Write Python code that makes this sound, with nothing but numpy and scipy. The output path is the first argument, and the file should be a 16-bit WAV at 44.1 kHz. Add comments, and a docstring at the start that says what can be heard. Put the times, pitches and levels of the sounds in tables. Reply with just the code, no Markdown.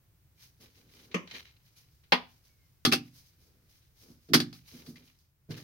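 """Chuck key on a stopped lathe

A metal block sits in the chuck of a stopped lathe in a small workshop. Two knocks sound nearby as a tool is picked up;
the key clatters into its socket, is turned and jolts against the play of the spindle, so that the headstock booms.
Glove and sleeve rub in between, and the arm bumps the machine at the end. Filtered noise makes the contacts, the rubs
and the shop murmur; decaying sines make the clear rings and the boom, and one wavering sine makes a faint squeak."""
import sys
import numpy as np
from scipy import signal
from scipy.fft import rfft, irfft, next_fast_len
from scipy.io import wavfile
from scipy.ndimage import uniform_filter1d

SR = 44100
rng = np.random.default_rng(int(sys.argv[2]) if len(sys.argv) > 2 else 0)


def transcribe(u):
    """Save the signal u as a 16-bit wav file named by the first command-line argument.

    u: samples, shape (n,) or (channels, n), limited to [-1, 1]; the rate is SR.
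    q: integer samples, one column per channel.
    """
    v = np.clip(np.atleast_2d(u).T, -1, 1)
    q = np.round(v * 32767).astype(np.int16)
    wavfile.write(sys.argv[1], SR, q)


N = 248283
TIME = np.arange(N) / SR               # seconds through the scene
AGE = np.arange(SR * 9 // 20) / SR     # seconds since a blow

# All levels in the tables are relative; some sources have a trim as well. A colour gives only the shape of a spectrum.

# Steel contacts of the key, and at the end two soft bumps of the arm on the machine. Each row: start in seconds,
# level in dB, contact time in seconds, favoured frequency in Hz, boost there in dB (the clank takes half of it).
METAL_HITS = [(2.8503, -3, 0.0011, 3300, 8), (2.8535, -15, 0.00039, 4760, 10.5),
              (2.8600, -14, 0.00061, 1220, 36), (2.9158, -11, 0.0039, 2420, 32),
              (2.9225, -4.5, 0.0011, 2650, 20.5), (2.9321, -7.5, 0.00048, 3940, -0.5),
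              (2.935, -12, 0.00029, 9100, 5), (4.286, -37.5, 0.0073, 793, 17),
              (4.3344, -0.5, 0.0012, 1790, 12), (4.3400, 3, 0.0028, 11500, 3.5),
              (4.3470, -7, 0.0024, 4600, 12), (4.4018, -14, 0.0004, 4060, 11.5),
              (4.528, -35.5, .0006, 4570, 6.5), (4.863, -40, 0.001, 4000, 10),
              (4.9570, -39, 0.0017, 2030, 38), (5.506, -29, 0.0041, 1510, 7),
              (5.573, -29, 0.0056, 1820, 13)]
# Colour of the dense clank of key and chuck. Each row: frequency in Hz, density in dB per Hz.
CLANK_COLOUR = [(90, -20), (200, -3.5), (400, -1), (550, -8), (780, -9.5), (930, -14.5), (1200, -4),
                (2700, -8), (5000, -3), (6400, -12), (7600, -23.5), (8800, -20), (11500, -17.5),
                (16000, -24.5)]
# Clear modes of key and chuck. Each row: frequency in Hz, level in dB, t60 in seconds.
KEY_MODES = [(778, -8, .18), (1225, -7, .08), (1725, -3, .09), (1890, -4, .08), (2080, -7, .1),
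             (2240, -6, .09), (2492, -8, .11), (2670, -4, .09), (3362, 1, .11), (3714, -7, .09),
             (4250, -3, .11), (4714, 2, .125), (5005, -5, .1), (5430, -7, .07), (6975, -15, .08),
             (8580, -11, .11), (9135, -11, .1), (11050, -13, .06), (11280, -12, .07), (11800, -16, .09)]
# Shoves on the headstock. Each row: start in seconds, level in dB, favoured frequency in Hz.
SHOVES = [(2.8498, -36, 132), (2.8590, -25, 239), (2.9480, -36, 264), (4.087, -55, 247),
          (4.288, -41.5, 352), (4.306, -34, 284), (4.3400, -21.5, 287), (4.401, -46, 250),
          (4.733, -50, 231), (4.873, -44.5, 221), (5.0050, -63.5, 230), (5.49, -36, 114),
          (5.5700, -57, 134)]
# Modes of headstock and sheet-metal guard. Each row: frequency in Hz, level in dB, t60 in seconds.
HEADSTOCK_MODES = [(108.8, -9.5, 0.45), (127, -12, 0.73), (153, 1.5, 0.33), (176.8, -9.5, 0.51),
                   (222, -10.5, 0.18), (232, -1.5, 0.3), (249.8, -2.5, 0.32), (289.6, -4.5, 0.32),
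                   (316, -9, 0.089), (344.6, -3.5, 0.26), (367, -13.5, 0.16), (426, -6.5, 0.19),
                   (659, -15.5, 0.12)]
# Knocks beside the lathe. Each row: start in seconds, level in dB, contact time in seconds, room tail in dB.
KNOCKS = [(1.1430, -9, 0.002, -7), (2.1210, 2.5, 0.0023, -15)]
# One colour for each knock. Each row inside a colour: frequency in Hz, density in dB per Hz.
KNOCK_COLOURS = [
    [(120, -27.5), (175, 12.5), (300, 0.5), (480, 6.5), (780, -15.5), (1150, 0), (1500, -13.5), (2100, -2),
     (2800, -3.5), (4000, -23.5), (6300, -15), (7600, -30.5), (16000, -37.5)],
    [(120, -36.5), (180, -6), (250, 1), (350, -10), (530, -1.5), (640, -6.5), (800, 2.5), (1200, -6),
     (2500, -3), (4800, -10.5), (6500, -28), (7600, -38), (9000, -33.5), (16000, -35)],
]
# Clear modes that both knocks set ringing. Each row: frequency in Hz, level in dB, t60 in seconds.
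KNOCK_MODES = [(177, -9, .3), (243, -9, .3), (460, -10, .2), (768, -7, .16), (868, -6, .16),
               (1030, -4, .19), (1140, -3, .2), (1235, -2, .2), (1880, 2, .13), (2122, 3, .14),
               (2375, 2, .12), (2780, -1, .12), (3255, 4, .11), (4248, 1, .12), (4590, -2, .11),
               (4770, -1, .11)]
# Small ticks of things shifting beside the lathe. Each row: start in seconds, level in dB, contact time in seconds.
TICKS = [(1.113, -0.5, 0.0066), (1.274, -4.5, 0.00088), (1.3105, 3, 0.0012), (1.343, 7, 0.0051),
         (1.360, 1, 0.0028), (1.462, -8.5, 0.009), (2.035, -15, 0.005)]
# Rubs of glove, sleeve and metal, one movement each. Each row: start, attack and hold in seconds,
# scrape level in dB, swish level in dB.
RUBS = [(0.335, 0.093, 0.016, -62.5, -60), (0.592, 0.019, 0.03, -58, -62), (0.68, .08, .04, -65.5, -69),
        (0.82, .12, .11, -61, -65.5), (1.24, .12, 0.022, -47, -59), (1.42, 0.027, 0.031, -58.5, -74),
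        (1.58, 0.09, .01, -68, -72), (1.745, 0.028, 0.014, -61, -62.5), (1.88, 0.039, .02, -89, -76),
        (2.25, 0.044, .04, -79.5, -72), (2.40, 0.05, 0.028, -74, -69.5), (3.02, 0.032, .025, -70, -69),
        (3.09, 0.077, .025, -68, -60.5), (3.23, 0.033, 0.0094, -73, -66.5), (3.36, 0.056, 0.053, -79, -71),
        (3.68, 0.018, 0.011, -70.5, -69), (3.71, 0.042, 0.022, -70.5, -70), (3.81, 0.016, 0.008, -73, -77),
        (3.935, 0.035, .15, -73.5, -67), (3.99, 0.026, 0.0053, -69.5, -63.5),
        (4.16, 0.076, 0.051, -79.5, -73.5), (4.526, .006, 0.031, -61.5, -62),
        (4.62, 0.065, .11, -58.5, -60.5), (4.82, 0.048, 0.033, -66.5, -59.5),
        (4.945, .02, .015, -60.5, -68), (4.99, 0.064, 0.031, -66.5, -68), (5.183, .006, 0.0038, -83, -71.5),
        (5.485, .028, 0.0069, -48.5, -57.5), (5.555, 0.015, .005, -52.5, -57.5),
        (5.58, 0.026, .03, -64, -62.5)]
# Heavier pushes of the hand and turns of the chuck. 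Each row: start in seconds, hold in seconds, level in dB.
DRAGS = [(0.583, 0.039, -59), (0.75, 0.13, -67), (0.92, 0.19, -62), (1.316, 0.011, -52), (3.368, .25, -73),
         (4.005, 0.082, -60.5), (4.702, 0.18, -59), (4.92, 0.09, -66), (5.479, 0.011, -45),
         (5.54, .06, -54)]
# Between movements the glove never quite rests. The one row: start, attack and hold in seconds.
FIDGET = (0.44, 0.12, 4.7)
# Colours of low drag, metal scrape and cloth swish. Each row: frequency in Hz, density in dB per Hz.
DRAG_COLOUR = [(70, -15.5), (170, -2.5), (250, 1.5), (340, -4), (450, -3.5), (700, -18.5), (1500, -21),
               (4000, -52)]
SCRAPE_COLOUR = [(200, -15.5), (600, -9), (1400, -5), (1800, -0.5), (2200, -1), (2800, 1.5), (4100, -1.5),
                 (5000, -7.5), (6200, -7), (7500, -24), (16000, -37)]
SWISH_COLOUR = [(500, -8.5), (2500, -6.5), (5000, 6.5), (6400, 3.5), (7400, -9.5), (10000, -2), (13000, -1),
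                (15500, -1)]
# Resonances that sliding metal excites. Each row: frequency in Hz, width in Hz, level in dB.
SCRAPE_MODES = [(2140, 54, -0.5), (2384, 29, 2), (3080, 64, -4.5), (3970, 94, 1), (4250, 50, -0.5),
                (4600, 64, 0)]
# Two slips of a faint squeak. Each row: start in seconds, hold in seconds, level in dB.
SQUEAKS = [(2.473, .025, -77), (2.578, .045, -79)]
# Colour of the shop murmur. Each row: frequency in Hz, density in dB per Hz.
ROOM_COLOUR = [(25, -18), (74, -3.5), (141, -6.5), (223, -24), (309, -23.5), (714, -33.5), (1700, -35),
               (2110, -35), (3250, -38.5), (5500, -38.5), (8000, -41.5), (12000, -38.5), (15000, -34)]

KEY_RING_DB, KNOCK_RING_DB, DAMPING_CONTACT_S = -22, -29, .0035
NEAR_T60_S, SHOP_T60_S, WALL_CUT_HZ = 0.12, 0.3, 5200
STEREO_HZ = 650          # the two channels part company above this
DRAG_ATTACK_S = 0.026
RELEASE_DB_PER_S = 210   # every movement dies away at this rate
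FIDGET_SCRAPE_DB, FIDGET_SWISH_DB, FIDGET_SWING_DB, FIDGET_SWING_HZ = -84, -82, 2, 6
SQUEAK_HZ, SQUEAK_SAG_HZ_PER_S, SQUEAK_ATTACK_S = 2280, 950, .022
ROOM_TONE_DB = -63
SHADE_AT_S, SHADE_WIDTH_S, SHADE_DB = 5.33, 0.19, -5.5
CUTOFF_HZ = 16200


def metal_hits(clank_db=-17.0, tail_db=-18, octaves=0.16):
    """Each hit is a dense clank and a few clear modes of the metal; the point of contact favours one region."""
    out = np.zeros((2, N))
    grid_hz = np.geomspace(40, 18000, 200)
    for start_s, db, contact_s, favoured_hz, boost_db in METAL_HITS:
        boost = .5 * boost_db * nearness(grid_hz, favoured_hz, octaves)
        colour = np.transpose([grid_hz, at_hz(CLANK_COLOUR, grid_hz) + boost])
        sound = from_db(clank_db) * coloured(blow(contact_s, tail_db), colour)
        # a lingering contact damps the ring
        hardness = 1 / (1 + (contact_s / DAMPING_CONTACT_S) ** 2)
        for hz, mode_db, t60 in KEY_MODES:
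            favour_db = 8 * (nearness(hz, favoured_hz, .3) - .35) + rng.normal()
            strength = from_db(KEY_RING_DB + mode_db + favour_db) * hardness
            sound += strength * ringing(hz, t60, contact_s)
        add(out, start_s, from_db(db) * sound)
    return out


def headstock(favour_db=9, octaves=0.43, swell_s=0.028, phase_spread=0.18, pan_db=-0.8):
    """Each shove swells into the low modes of the machine, a touch to the right."""
    out = np.zeros((2, N))
    for start_s, db, favoured_hz in SHOVES:
        for k, (hz, mode_db, t60) in enumerate(HEADSTOCK_MODES):
            favour = favour_db * (nearness(hz, favoured_hz, octaves) - 0.5)
            # neighbouring modes start in opposite directions
            strength = (-1) ** k * from_db(db + mode_db + favour)
            phase = phase_spread * rng.standard_normal((2, 1))
            wave = np.sin(2 * np.pi * hz * AGE + phase)
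            add(out, start_s, strength * wave * fade(t60) * (1 - fade(swell_s)))
    return out * from_db([[pan_db], [-pan_db]])


def knocks(level_db=-16.0):
    """Two dry knocks, each with its own colour, and the modes that they share."""
    out = np.zeros((2, N))
    for (start_s, db, contact_s, tail_db), colour in zip(KNOCKS, KNOCK_COLOURS):
        sound = from_db(level_db) * coloured(blow(contact_s, tail_db), colour)
        for hz, mode_db, t60 in KNOCK_MODES:
            # the ring follows the colour of the knock by half
            strength = from_db(KNOCK_RING_DB + mode_db + .5 * at_hz(colour, hz))
            sound += strength * ringing(hz, t60, contact_s)
        add(out, start_s, from_db(db) * sound)
    return out


def ticks(level_db=-46, tail_db=-12):
    """Light touches with the colour of the scraping surfaces."""
    out = np.zeros((2, N))
    for start_s, db, contact_s in TICKS:
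        touch = coloured(blow(contact_s, tail_db), SCRAPE_COLOUR)
        add(out, start_s, from_db(level_db + db) * gritty_metal(touch))
    return out


def rubbing(scrape_gain_db=-0.5, swish_gain_db=3):
    """A low drag, the scrape of things sliding on metal and the lighter swish of cloth."""
    scrape_effort, swish_effort, drag_effort = efforts()
    drag = drag_effort * friction(DRAG_COLOUR, grain_db=-1.0, catches_per_s=93)
    grit = friction(SCRAPE_COLOUR, grain_db=4.5, catches_per_s=350)
    scrape = from_db(scrape_gain_db) * scrape_effort * gritty_metal(grit)
    cloth = friction(SWISH_COLOUR, grain_db=1.5, catches_per_s=260)
    swish = from_db(swish_gain_db) * swish_effort * cloth
    return drag + scrape + swish


def efforts():
    """Strength of scrape, swish and drag over time; overlapping movements add in power."""
    fidget = stroke(*FIDGET) * from_db(FIDGET_SWING_DB * wander(FIDGET_SWING_HZ))
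    power = (from_db([[FIDGET_SCRAPE_DB], [FIDGET_SWISH_DB]]) * fidget) ** 2
    for start_s, attack_s, hold_s, scrape_db, swish_db in RUBS:
        power += (from_db([[scrape_db], [swish_db]]) * stroke(start_s, attack_s, hold_s)) ** 2
    drag_power = np.zeros(N)
    for start_s, hold_s, db in DRAGS:
        drag_power += (from_db(db) * stroke(start_s, DRAG_ATTACK_S, hold_s)) ** 2
    return np.sqrt([*power, drag_power])


def stroke(start_s, attack_s, hold_s):
    """Envelope of one movement: it gathers speed, holds and dies away."""
    age = TIME - start_s
    released_s = np.maximum(age - attack_s - hold_s, 0)
    return np.clip(age / attack_s, 0, 1) ** 2 * from_db(-RELEASE_DB_PER_S * released_s)


def friction(colour, grain_db, catches_per_s):
    """Surfaces catch and slip many times a second, so the hiss comes in small uneven grains."""
    catch_times = np.cumsum(rng.exponential(1, 8000)) / catches_per_s
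    grip_db = grain_db * np.interp(TIME, catch_times, rng.standard_normal(len(catch_times)))
    grip = from_db(grip_db)
    return coloured(diffuse(N) * grip / np.sqrt(np.mean(grip ** 2)), colour)


def gritty_metal(x):
    """Grit under sliding metal sets narrow resonances singing."""
    rings = 0
    for hz, width_hz, db in SCRAPE_MODES:
        b, a = signal.iirpeak(hz, hz / width_hz, fs=SR)
        rings = rings + from_db(db) * signal.lfilter(b, a, x)
    return .7 * (x + 1.5 * rings)


def squeak(waver=0.0059, waver_hz=100):
    """A thin, unsteady stick-slip tone that sinks a little."""
    hz = SQUEAK_HZ - SQUEAK_SAG_HZ_PER_S * np.clip(TIME - SQUEAKS[0][0], 0, 1)
    hz = hz * (1 + waver * wander(waver_hz))
    level = sum(from_db(db) * stroke(start_s, SQUEAK_ATTACK_S, hold_s) for start_s, hold_s, db in SQUEAKS)
    return level * np.sin(2 * np.pi * np.cumsum(hz) / SR)


def room_tone():
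    """The murmur of the shop is steady coloured noise, dimmed once as the passing sleeve shades the microphones."""
    shade_db = SHADE_DB * np.exp(-((TIME - SHADE_AT_S) / SHADE_WIDTH_S) ** 2)
    return from_db(ROOM_TONE_DB + shade_db) * coloured(diffuse(N, bass_side_db=-12.0), ROOM_COLOUR)


def blow(contact_s, tail_db, crack_db=4, crack_t60=0.029, direct_db=12):
    """A crack, dense reflections from the machine and back wall, and the duller tail of the shop."""
    decay = fade(NEAR_T60_S) + from_db(crack_db) * fade(crack_t60) + from_db(direct_db) * fade(0.0033)
    near = diffuse(len(AGE)) * decay
    far = butter(diffuse(len(AGE)), WALL_CUT_HZ, "low", order=1) * fade(SHOP_T60_S)
    onset = 1 - np.exp(-AGE / contact_s)
    sound = (near + from_db(tail_db) * far) * onset
    # level the broad spectrum; only the fine ripple of the reflections is left to chance
    power = uniform_filter1d(np.mean(np.abs(rfft(sound)) ** 2, axis=0), size=70)
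    hz = np.arange(1, len(power)) * SR / len(AGE)
    return coloured(sound, np.transpose([hz, -10 * np.log10(power[1:])]))


def ringing(hz, t60, contact_s):
    """A struck mode is a close, beating pair; each microphone hears it by its own path."""
    pair_hz = hz + np.array([0, 14])[:, None, None]
    mode_turns = rng.random((2, 1, 1))
    path_turns = .5 * rng.random((2, 2, 1))
    waves = np.sin(2 * np.pi * (pair_hz * AGE + mode_turns + path_turns))
    return (waves[0] + .3 * waves[1]) * fade(t60) * (1 - fade(7 * contact_s))


def fade(t60):
    """Exponential decay after a blow, down 60 dB after t60 seconds."""
    return np.exp(-np.log(1000) * AGE / t60)


def diffuse(size, bass_side_db=-17):
    """Stereo noise: alike at both microphones in the bass, unrelated in the treble."""
    mid, side = rng.standard_normal((2, size))
    side = butter(side, STEREO_HZ, "high", order=2) + from_db(bass_side_db) * rng.standard_normal(size)
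    return np.array([mid + side, mid - side]) / np.sqrt(2)


def coloured(x, spectrum):
    """Causal (minimum-phase) filter with the given spectrum; white noise keeps its power."""
    size = 2 * next_fast_len(x.shape[-1])
    gain = from_db(at_hz(spectrum, np.arange(size // 2 + 1) * SR / size))
    cepstrum = irfft(np.log(gain / np.sqrt(np.mean(gain ** 2))))
    # folding the cepstrum forward in time makes the filter minimum-phase
    cepstrum[1:size // 2] *= 2
    cepstrum[size // 2 + 1:] = 0
    response = np.exp(rfft(cepstrum))
    return irfft(rfft(x, size) * response)[..., :x.shape[-1]]


def wander(rate_hz):
    """Slow chance with spread 1: low-passed noise."""
    slow = butter(rng.standard_normal(N), rate_hz, "low", order=2)
    return slow / slow.std()


def nearness(hz, centre_hz, octaves):
    """Bell-shaped weight around a frequency."""
    return np.exp(-(np.log2(hz / centre_hz) / octaves) ** 2)


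def at_hz(points, hz):
    """Read a spectrum on a log-frequency axis."""
    f, level = np.transpose(points)
    return np.interp(np.log(np.maximum(hz, 1)), np.log(f), level)


def butter(x, hz, kind, order):
    """Plain high- or low-pass."""
    return signal.sosfilt(signal.butter(order, hz, kind, fs=SR, output="sos"), x)


def from_db(db):
    """Decibels to gain."""
    return 10 ** (np.asarray(db) / 20)


def add(out, start_s, sound):
    """Mix a sound in at its start time."""
    start = round(start_s * SR)
    out[:, start:start + sound.shape[-1]] += sound[..., :N - start]


def scene():
    """The handling sounds over the low murmur of the shop."""
    return metal_hits() + headstock() + knocks() + ticks() + rubbing() + squeak() + room_tone()


def record(dry):
    """A steep elliptic low-pass cuts off the top."""
    return signal.sosfilt(signal.ellip(10, .2, 80, CUTOFF_HZ, fs=SR, output="sos"), dry)


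dry = scene()
out = record(dry)
transcribe(out)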